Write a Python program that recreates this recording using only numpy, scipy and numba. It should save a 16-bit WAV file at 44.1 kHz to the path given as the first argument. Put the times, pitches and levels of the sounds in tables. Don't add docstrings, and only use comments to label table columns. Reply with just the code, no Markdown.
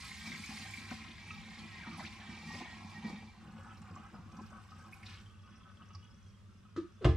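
import sys
import numpy as np
from scipy import signal
from scipy.fft import rfft, irfft, next_fast_len
from scipy.io import wavfile
from scipy.ndimage import map_coordinates
from numba import njit

SR = 44100
rng = np.random.default_rng(int(sys.argv[2]) if len(sys.argv) > 2 else 0)


def generate_wav(sig):
    pcm = np.round(np.clip(np.atleast_2d(sig).T, -1, 1) * 32767).astype(np.int16)
    wavfile.write(sys.argv[1], SR, pcm)


N = 316108
T = np.arange(N) / SR

# pitch in Hz, level in dB.
HUM_TONES = [(98.5, -59), (199, -68.5)]
# frequency in Hz, gain in dB.
ROOM_TONE = [(20, -4), (45, -7), (70, -9), (100, 8), (135, -18.5), (195, -3.5), (260, -27), (340, -22),
             (420, -23), (750, -33), (1250, -30), (3300, -34), (8000, -40), (13000, -53)]
ROOM_TONE_SIDE = [(60, -8.5), (150, -5.5), (400, 1.5), (1200, 2), (4000, -2)]
RUMBLE = [(20, -43), (45, -16), (65, -2.5), (105, -4), (135, -14.5), (400, -30), (2000, -77)]
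# frequency in Hz, gain in dB.
ECHO_MID = [(60, -30), (350, -19), (700, -8), (2000, -3), (6000, -1), (13000, -1)]
ECHO_SIDE = [(60, -27), (350, -14), (700, -11), (1500, -9.5), (2800, -6.5), (5500, -3.5), (12000, -7.5)]
LEFT_TONE = [(100, -.3), (400, 0), (1500, -1.2), (5000, -2.8), (11000, -3.7)]
RIGHT_TONE = [(100, .2), (400, -.6), (1500, -1.1), (5000, -1.6), (11000, -1.3)]

# pitch in Hz, level in dB, T60 in seconds.
WORKTOP_MODES = [(65.7, -21, 0.75), (84.6, -24.5, 0.68), (113.7, -10, 0.078), (127, -27, 0.25),
                 (218, -42.5, 0.55), (307, -27, 0.24), (354, -25.5, 0.36), (390, -29, 0.12),
                 (445.7, -36.5, 0.4), (485, -32.5, 0.12), (654, -34.5, 0.16), (720, -39, 0.16),
                 (795, -43, 0.25), (900, -46, 0.31), (1048, -38.5, 0.11), (1187, -31, 0.082),
                 (1245, -44, 0.3), (1710, -37, 0.19), (2020, -62, 0.33)]
FUNNEL_MODES = [(1197, -48.5, 0.2), (1274, -47, 0.21), (1750, -56, 0.1)]
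GLASS_MODES = [(1881, -18, 0.14), (2331, -10, 0.12)]
# pitch in Hz, bandwidth in Hz, dB over the direct sound.
EMPTY_JAR_MODES = [(813, 75, 7), (1058, 106, 13), (1280, 15, 13.5), (1627, 20, 9.5), (1900, 40, 12),
                   (2110, 180, 9), (2312, 34, 13.5), (2506, 54, 0.5), (3100, 32, -16)]
FULL_JAR_MODES = [(550, 57, 12.5), (764, 79, 17), (1130, 110, 6), (1253, 22, 11), (1480, 31, 7.5),
                  (2520, 520, -5), (2830, 50, -8), (5450, 680, -26), (7800, 600, -14)]
BRIM_JAR_MODES = [(570, 12, 12.6), (1140, 90, 11.6), (1262, 40, 15.4), (1498, 15, 14.6), (2680, 100, 11),
                  (2930, 110, 12), (3320, 50, 17.6), (4840, 70, 5.9), (5140, 38, 6.2), (5200, 72, 4.7),
                  (6020, 170, 12)]
SINK_MODES = [(163.4, 22, 11), (215, 13.4, 20), (328, 14.6, 10)]
# frequency in Hz, gain in dB.
BARE_TONE = [(200, 15), (550, 0.5), (800, 6), (1500, -6.5), (3000, -5), (4300, 1.5), (7000, -8),
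             (10000, -16), (13000, -26)]
FOAMY_TONE = [(200, 22), (600, -18.5), (1100, -0.5), (1800, -4.5), (3000, -7), (4000, -13), (5800, -11.5),
              (6800, -19), (8500, -16), (10500, -30), (13000, -22)]
NECK_TONE = [(200, -15), (700, -9.5), (1100, -8.5), (1800, 0.5), (3000, -9), (4200, -2.5), (5800, 3),
             (6800, -25), (9000, -2), (10500, -44), (13000, -25)]
# frequency in Hz, gain in dB.
CRACK_TONE = [(100, 14), (400, 11.5), (1200, -0.5), (2700, -2), (4000, -6.5), (5500, -15), (8000, -22),
              (13000, -46)]
POP_TONE = [(150, 11), (400, 17), (800, -13), (1250, 5.5), (2200, -9), (4000, -7.5), (6000, -18),
            (9000, -26), (13000, -52)]
DREGS_TONE = [(900, -12), (1600, -4), (2600, 0.5), (3500, -3), (4800, -6.5), (6000, -13), (7500, -19),
              (11000, -28)]
CHURN_TONE = [(70, -20), (160, 6.5), (240, 2.5), (330, -2.5), (420, -9.5), (600, 4.5), (1200, -36)]
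MIST_TONE = [(6500, -0.5), (13500, -15)]

# start in seconds, body in dB, crack in dB, loss in dB an octave.
BOTTLE_BLOWS = [(7.045, -24, -26, 0.5), (7.0499, 1.5, -27.5, 0), (7.088, -7.5, -43, 1)]
# start in seconds, peak in dB, pitch in Hz, glide in octaves a second, swell in seconds.
SPOUT_GLUGS = [(5.931, -47.5, 102, -3.5, 0.034), (6.762, -39, 295, -8, 0.0073),
               (6.775, -29.5, 339, -0.5, 0.013), (6.807, -40.5, 296, 4.5, 0.016),
               (6.838, -41, 332, 1.5, 0.011), (7.009, -39.5, 487, -15.5, 0.011),
               (7.028, -38.5, 380, 1.5, 0.012)]
# start in seconds, level in dB, pitch in Hz.
FOAM_CRACKLES = [(3.52, -74, 7600), (3.631, -70, 7500), (3.771, -64, 4700), (3.816, -64.5, 6650),
                 (3.953, -63, 6100), (4.318, -67, 5400), (4.366, -64, 5640), (4.416, -67, 5500),
                 (4.461, -66, 4840), (4.5, -71, 7500), (4.706, -67, 5600)]
NECK_DRIPS = [(5.26, -55, 3150), (5.297, -60, 3170), (5.343, -63, 2790), (5.565, -59, 5600),
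              (5.608, -60, 3320), (5.632, -58, 3260), (5.6835, -63, 2870), (5.772, -55, 3300),
              (5.821, -53, 2930), (5.857, -64, 5500), (5.888, -60, 6000), (5.906, -60, 2900),
              (5.935, -57, 5770), (5.9487, -52, 5060), (6.028, -56, 2930), (6.042, -60, 5970),
              (6.05, -59, 2910), (6.074, -60, 3250), (6.11, -60, 5200), (6.144, -59, 5670),
              (6.183, -66, 6080), (6.228, -61, 5770), (6.268, -64, 6050), (6.284, -63, 5370)]
DEEP_GULPS = [(0.273, -38, 220), (0.3, -39, 230), (0.396, -37.5, 203), (0.49, -36, 223), (0.62, -46, 240),
              (0.779, -42, 222), (0.914, -33, 232), (1.068, -51, 208), (1.872, -34.5, 220),
              (1.986, -37, 207), (2.29, -34.5, 204), (2.543, -42, 333), (2.552, -43, 563),
              (2.611, -37.5, 238), (2.621, -40, 330), (2.846, -38, 195), (3.045, -33, 212),
              (3.054, -45, 325), (3.075, -51, 464), (3.098, -39, 308), (3.127, -35, 197.6),
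              (3.427, -47, 215), (3.528, -43.5, 161), (3.585, -50, 505), (3.807, -45, 158),
              (3.902, -42, 174), (3.925, -53, 317), (3.958, -40.5, 197), (3.975, -54, 590),
              (4.138, -49, 216), (4.186, -40, 164), (4.26, -41, 214), (4.335, -42, 195), (4.385, -34, 210),
              (4.41, -45, 348), (4.52, -49, 595)]
# start and length in seconds, first and last pitch in Hz, level in dB, scatter in octaves.
SLURP_RUNS = [(0.324, 0.028, 2100, 2210, -58, 0.26), (0.449, 0.017, 2230, 2230, -71, 0.26),
              (0.503, 0.21, 803, 827, -61.5, 0.18), (0.732, 0.03, 2180, 2320, -52.5, 0.12),
              (0.889, 0.016, 2080, 2570, -50, 0.33), (0.903, 0.017, 2600, 574, -48.5, 0.77),
              (1.303, 0.004, 2320, 2520, -43, .25), (1.586, 0.0042, 4200, 4560, -57, 0.65),
              (1.822, 0.029, 1750, 1400, -55.5, 0.12), (1.916, 0.044, 1390, 1160, -56, 0.23),
              (1.971, 0.018, 10500, 8400, -63.5, 0.5), (2.012, 0.035, 1350, 1560, -55.5, 0.42),
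              (2.05, 0.028, 4100, 4360, -55, 0.67), (2.193, 0.035, 2060, 1550, -57, 0.13),
              (2.535, 0.12, 2200, 2350, -59.5, 0.41), (2.603, 0.014, 675, 985, -47.5, 0.29),
              (4.922, 0.024, 10900, 11500, -68, 0.28), (4.925, 0.0084, 2290, 2400, -50, 0.17),
              (5.027, 0.014, 1900, 2190, -55, .8), (5.058, 0.015, 4270, 3720, -54.5, 0.28),
              (5.948, 0.006, 5340, 4930, -56, 0.22)]
# start in seconds, peak in dB, pitch in Hz, spatter in dB over the first bubble.
SINGLE_SPLASHES = [(0.113, -41.5, 2100, -12), (0.26, -41, 2470, -14), (0.318, -33.5, 2140, -19),
                   (0.438, -35.5, 2270, -21), (0.566, -36.5, 2030, 13), (0.737, -38, 2300, -26),
                   (0.774, -39.5, 2303, -6), (0.911, -39.5, 1480, 1), (1.047, -55, 1280, -17),
                   (1.181, -44, 2060, 7), (1.277, -46, 2350, -8), (1.307, -44, 1280, -12),
                   (1.867, -42.5, 900, 5), (1.994, -39, 857, 15), (2.05, -37, 2340, 3),
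                   (2.616, -49, 2420, -12), (3.046, -42, 1887, -5), (3.962, -42.5, 1140, -7),
                   (4.142, -48, 815, 4), (4.293, -51.5, 1180, -7), (4.39, -44.5, 1020, -6),
                   (4.719, -46.5, 1256, -24), (5.904, -51.5, 1280, -5), (5.949, -49, 1130, -8),
                   (6.651, -57, 1290, -18)]
# start and length in seconds, level in dB.
GLASS_SINGS = [(1.733, 0.016, -49), (2.49, 0.06, -52.5), (2.677, 0.053, -53.5), (2.959, 0.016, -51),
               (3.058, 0.02, -58), (3.17, 0.012, -58.5)]
# time in seconds, flow in dB.
FLOW_CURVE = [(0, 0.5), (0.18, -2.5), (0.55, -0.5), (1.15, 0), (1.7, 2), (2.2, 2), (2.6, 4.5), (2.8, 1.5),
              (3.12, 2), (3.36, -7), (3.45, -2), (3.65, 1), (4.25, -5), (4.85, -2.5), (5.36, -8.5),
              (5.55, -4), (6.15, -8), (6.4, -13), (7.1, -9)]
# start and length in seconds, swell in dB. Each layer takes only a share of a surge.
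STREAM_SURGES = [(0.25, 0.09, 9), (0.49, 0.11, 6), (0.91, 0.05, 7), (1.06, 0.04, 4), (1.44, 0.06, 3),
                 (1.87, 0.04, 6), (1.98, 0.08, 6.5), (2.28, 0.05, 5), (2.54, 0.11, 6.5), (2.92, 0.06, 7),
                 (3.045, 0.1, 13), (3.23, 0.06, 7), (3.43, 0.16, 5), (3.91, 0.08, 9), (4.14, 0.08, 8),
                 (4.27, 0.09, 6), (4.37, 0.07, 10), (4.54, 0.03, 6), (4.85, 0.03, 6), (5.79, 0.04, 7)]
WALL_SPRAYS = [(0.258, 0.01, 4), (0.57, 0.05, 2.5), (0.775, 0.01, 3.5), (0.91, 0.04, 4), (1.585, 0.01, 4.5),
               (1.995, 0.06, 5), (2.47, 0.13, 4), (3.07, 0.03, 6)]
AIR_GURGLES = [(0.242, 0.036, 15.5), (0.5, 0.04, 13.5), (0.597, 0.079, -6), (1.986, 0.018, 7),
               (2.2, 0.037, 4.5), (2.47, 0.073, 1), (2.65, 0.022, 1), (3.043, 0.076, 2),
               (3.585, 0.017, 3.5), (3.655, 0.056, 3.5), (3.89, 0.011, 2), (3.98, 0.015, 2.5),
               (4.042, 0.018, 8), (4.143, 0.058, 5), (4.335, 0.039, 7.5), (4.39, 0.024, 4),
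               (4.515, 0.068, 6.5), (4.79, 0.02, 2.5), (4.858, 0.021, 4), (5.12, 0.02, 5),
               (5.466, 0.025, 6), (5.66, 0.041, 4.5), (5.804, 0.025, 5.5), (6.08, 0.07, 1.5)]

SKIN_S, FOAMY_S, BRIM_S = 0.88, 3.397, 5.26
ROOM_T60_S = 0.4
GUSH_DB, TRICKLE_DB, DRIBBLE_DB = (-69, -54, -61.5), (-60.5, -66, -74.5), (-62.5, -67, -72.5)
SURGE_SHARE, FLUTTER_DB = (0.2, 0.042, 0.024), (0.3, 0.97, 0.95)
BARE_DB = (-3, 3, 7)
DEEPEN_DB_PER_S = (2.5, -2, -1.96)
FOAM_DB_PER_S = (0.3, 1.4, 5)


def undb(db):
    return 10 ** (np.asarray(db) / 20)


def unit(x):
    return x / np.sqrt(np.mean(x ** 2))


def colour(x, points):
    hz, db = np.transpose(points)
    padded = np.pad(x, (0, 2048), "reflect", reflect_type="odd")
    size = next_fast_len(len(padded) + 4096)
    bin_hz = np.maximum(np.fft.rfftfreq(size, 1 / SR), 1)
    gain = undb(np.interp(np.log(bin_hz), np.log(hz), db))
    return irfft(rfft(padded, size) * gain, size)[:len(x)]


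def convolve(x, response):
    return signal.fftconvolve(x, response)[:len(x)]


def add(out, x, s):
    start = int(s * SR)
    out[start:start + len(x)] += x[:max(N - start, 0)]


def walk(moves_per_s):
    return map_coordinates(rng.standard_normal(1000), [T * moves_per_s], order=3, mode="wrap")


def after(s):
    return np.clip(.5 + (T - s) / 0.12, 0, 1)


def plateau(s, length, attack_s, release_s):
    return np.interp(T, [s - attack_s, s, s + length, s + length + release_s], [0, 1, 1, 0])


def swell_db(events):
    return np.max([db * plateau(s, length, 0.017, 0.025) for s, length, db in events], axis=0)


def flow_db():
    return np.interp(T, *np.transpose(FLOW_CURVE))


def cavity(modes):
    t = T[:SR // 5]
    ringing = sum(undb(db) * 2 * np.pi * width / SR * np.exp(-np.pi * width * t)
                  * np.cos(2 * np.pi * hz * t) for hz, width, db in modes)
    return ringing + (t == 0)


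def ring(modes):
    t = T[:SR // 3]
    return sum(undb(db - 60 * t / t60) * np.sin(2 * np.pi * hz * t) for hz, db, t60 in modes)


def burst(tone, main_t60_s, weak_t60_s, weak_db):
    t = T[:SR // 3]
    fall = undb(-60 * t / main_t60_s) + undb(weak_db - 60 * t / weak_t60_s)
    return unit(colour(rng.standard_normal(len(t)), tone)) * fall * np.minimum(t / 0.00045, 1)


@njit
def bubbles(length, start, hz, cycles, size, rise):
    out = np.zeros(length)
    for k in range(len(start)):
        life = int(cycles[k] * SR / hz[k]) + 2
        step = 2 * np.pi * hz[k] / SR
        wave = size[k] + 0j
        turn = np.exp(1j * step - np.log(1000.) / life)
        glide = np.exp(1j * step * rise / life)
        for i in range(min(life, length - start[k])):
            wave *= turn
            turn *= glide
            out[start[k] + i] += wave.imag * min(i * hz[k] / SR, 1.)
    return out


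def cloud(lo_hz, hi_hz, cycles, spread_db, rise, count):
    when, pitch, life, force = rng.random((count, 4)).T
    hz = lo_hz * (hi_hz / lo_hz) ** pitch
    size = hz * undb(-spread_db * np.log(1 - .99 * force))
    return bubbles(N, (when * N).astype(np.int64), hz, cycles * (.5 + life), size, rise)


def single_bubbles(rows, cycles, rise):
    s, db, hz = np.transpose(rows)
    return bubbles(N, (s * SR).astype(np.int64), hz, np.full(len(s), cycles), undb(db), rise)


def bubble_run(length, first_hz, last_hz, db, octaves, cycles, count=28):
    jitter, detune, force = rng.random((3, count))
    along = (np.arange(count) + jitter) / count
    start = (along * length * SR).astype(np.int64)
    hz = first_hz * (last_hz / first_hz) ** along * 2 ** (octaves * (detune - .5))
    run = bubbles(SR // 4, start, hz, np.full(count, cycles), undb(-10 * force), 0.029)
    return run * undb(db) / np.sqrt(np.sum(run ** 2) / (length * SR))


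def kitchen():
    hum = sum(undb(db + 1.1 * walk(20)) * np.sin(2 * np.pi * hz * T + 1.13 * walk(8))
              for hz, db in HUM_TONES)
    mid, side = (undb(-59.5 + walk(3.8)) * unit(colour(rng.standard_normal(N), ROOM_TONE))
                 for _ in range(2))
    rumble = undb(np.interp(T, [4.5, 6.5], [-60, -66])) * unit(colour(rng.standard_normal(N), RUMBLE))
    return hum + mid + rumble + np.outer([1, -1], colour(side, ROOM_TONE_SIDE))


def echo(x, paths=6):
    t = T[:SR // 3]
    fall = undb(-60 * t / ROOM_T60_S) * (t > .002)
    fall *= 1 + 9.3 * np.exp(-t / 0.003)
    fall /= np.sqrt(np.sum(fall ** 2))
    shares = np.array([walk(7) for _ in range(paths)])
    shares /= np.sqrt(np.sum(shares ** 2, axis=0))
    return sum(share * convolve(x, fall * rng.standard_normal(len(t))) for share in shares)


def room(x):
    mid = x + echo(colour(x, ECHO_MID))
    side = echo(colour(x, ECHO_SIDE))
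    return np.array([colour(mid + side, LEFT_TONE), colour(mid - side, RIGHT_TONE)])


def knock(push_cycles=0.97):
    out, t = np.zeros(N), T[:SR // 3]
    lowest_hz = WORKTOP_MODES[0][0]
    for s, body_db, crack_db, dull_db in BOTTLE_BLOWS:
        body = 0
        for hz, db, t60 in WORKTOP_MODES:
            push = np.minimum(t * hz / push_cycles, 1)
            body += push * ring([(hz, db - dull_db * np.log2(hz / lowest_hz), t60)])
        add(out, undb(body_db) * body + undb(crack_db) * burst(CRACK_TONE, 0.025, 0.22, -8.5), s)
    return out


def glugs(jar):
    out, t = np.zeros(N), T[:SR // 5]
    for s, db, hz, glide, swell_s in SPOUT_GLUGS:
        age = t / swell_s
        phase = 2 * np.pi * np.cumsum(hz * 2 ** (glide * t)) / SR
        add(out, undb(db) * age * np.exp((1 - age ** 2) / 2) * np.sin(phase), s)
    add(out, undb(-45) * burst(POP_TONE, 0.072, 0.29, -1.2) + ring(FUNNEL_MODES), s=6.763)
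    rush = burst(POP_TONE, 0.68, 0.35, -16)
    rush *= np.minimum(T[:len(rush)] / 0.015, 1)
    add(out, undb(-51.5) * convolve(rush, jar), s=7.011)
    return out


def drips():
    return single_bubbles(NECK_DRIPS, cycles=113, rise=0.023)


def dregs():
    spatter = unit(colour(cloud(900, 12000, 12, 3, .05, count=30000), DREGS_TONE))
    return undb(-56.5) * plateau(s=5.072, length=0.057, attack_s=0.049, release_s=0.11) * spatter


def crackles():
    out = np.zeros(N)
    for s, db, hz in FOAM_CRACKLES:
        add(out, bubble_run(0.006, hz, hz, db, octaves=0.68, cycles=33), s)
    return out


def slurps():
    out = np.zeros(N)
    for s, length, first_hz, last_hz, db, octaves in SLURP_RUNS:
        add(out, bubble_run(length, first_hz, last_hz, db, octaves, cycles=47), s)
    return out


def splashes(empty_jar, full_jar, count=14):
    out = np.zeros(N)
    follower = np.arange(count) > 0
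    cycles = np.where(follower, 31, 64)
    for s, db, hz, spatter_db in SINGLE_SPLASHES:
        delay, pitch, force = rng.random((3, count)) * follower
        start = (delay ** 2 * .018 * SR).astype(np.int64)
        pitches = hz * 2 ** (2 * pitch - .5 * follower)
        size = undb(spatter_db * follower - 10 * force)
        splash = bubbles(SR // 4, start, pitches, cycles, size, 0.02)
        splash = convolve(splash, empty_jar if s < FOAMY_S else full_jar)
        add(out, splash / np.abs(splash).max() * undb(db), s)
    return out


def glass():
    impacts = cloud(1680, 2600, 5.3, 0.86, 0.041, count=9000)
    gain = (1 - after(FOAMY_S)) * undb(-63 - 1.7 * T + flow_db())
    patter = gain * unit(convolve(impacts, ring(GLASS_MODES)))
    swell = sum(undb(db) * plateau(s, length, 0.02, 0.035) for s, length, db in GLASS_SINGS)
    singing = undb(1.5 * walk(75)) * np.sin(2 * np.pi * GLASS_MODES[0][0] * T + .5 * walk(50))
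    return patter + swell * singing


def churn():
    pockets = cloud(145, 475, 9.5, 0.93, 0.066, count=2600)
    boom = unit(colour(convolve(pockets, cavity(SINK_MODES)), CHURN_TONE))
    boom_db = -57 - 0.42 * T
    boom_db += 0.8 * flow_db() + 0.84 * swell_db(STREAM_SURGES) - 2.2 * walk(14)
    return undb(boom_db) * boom + single_bubbles(DEEP_GULPS, cycles=18, rise=0.14)


def heave(x, pitch_share=0.014, moves_per_s=7):
    warped_s = T + pitch_share / moves_per_s * walk(moves_per_s)
    return map_coordinates(x, [warped_s * SR], order=3, mode="mirror")


def stream(levels_db, surface, jar, clouds):
    out, flow, surge = 0, flow_db(), swell_db(STREAM_SURGES)
    swells = swell_db(AIR_GURGLES), 0, swell_db(WALL_SPRAYS)
    for db, share, flutter_db, swell, x in zip(levels_db, SURGE_SHARE, FLUTTER_DB, swells, clouds):
        gain = undb(db + flow + share * surge + swell + flutter_db * walk(14))
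        out += gain * unit(convolve(colour(x, surface), jar))
    return heave(out)


def dribble(jar):
    clouds = [cloud(520, 1464, 12, 1.6, 0.1, count=8000),
              cloud(1510, 3500, 18, 2.2, 0.08, count=9000),
              cloud(3250, 13300, 38, 4, 0.05, count=8000)]
    return np.sqrt(after(BRIM_S)) * stream(DRIBBLE_DB, NECK_TONE, jar, clouds)


def trickle(jar):
    clouds = [cloud(507, 1510, 18, 1.6, 0.097, count=8000),
              cloud(1374, 3410, 24, 1.8, 0.054, count=8000),
              cloud(3460, 12700, 34, 3.7, 0.05, count=16000)]
    levels_db = [db + slope * (T - FOAMY_S) for db, slope in zip(TRICKLE_DB, FOAM_DB_PER_S)]
    return np.sqrt(after(FOAMY_S) * (1 - after(BRIM_S))) * stream(levels_db, FOAMY_TONE, jar, clouds)


def gush(jar):
    clouds = [cloud(630, 1560, 15, 3.2, 0.2, count=7000),
              cloud(1380, 3580, 22, 2.5, 0.06, count=16000),
              cloud(3490, 13630, 40, 3.3, 0.03, count=60000)]
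    bare = .5 - .5 * np.tanh((T - SKIN_S) / 0.16)
    levels_db = [db + slope * T + bare_db * bare
                 for db, slope, bare_db in zip(GUSH_DB, DEEPEN_DB_PER_S, BARE_DB)]
    droplets = unit(colour(cloud(6510, 13100, 54, 6.5, 0.031, count=26000), MIST_TONE))
    mist_gain = bare * undb(-62) + undb(-76) * (undb(swell_db(WALL_SPRAYS)) - 1)
    mist = mist_gain * undb(flow_db()) * droplets
    return np.sqrt(1 - after(FOAMY_S)) * stream(levels_db, BARE_TONE, jar, clouds) + mist


def scene():
    empty_jar, full_jar, brim_jar = map(cavity, (EMPTY_JAR_MODES, FULL_JAR_MODES, BRIM_JAR_MODES))
    pour = gush(empty_jar) + glass() + trickle(full_jar) + dribble(brim_jar) + churn()
    details = splashes(empty_jar, full_jar) + slurps() + crackles() + dregs() + drips() + glugs(full_jar)
    return room(pour + details + knock()) + kitchen()


def record(dry):
    capsules = np.array([np.append(0, dry[0, :-1]), dry[1]])
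    low_cut = signal.butter(3, 36, "high", fs=SR, output="sos")
    high_cut = signal.ellip(8, .2, 70, 13900, fs=SR, output="sos")
    return signal.sosfilt(high_cut, signal.sosfilt(low_cut, capsules))


dry = scene()
out = record(dry)
generate_wav(out)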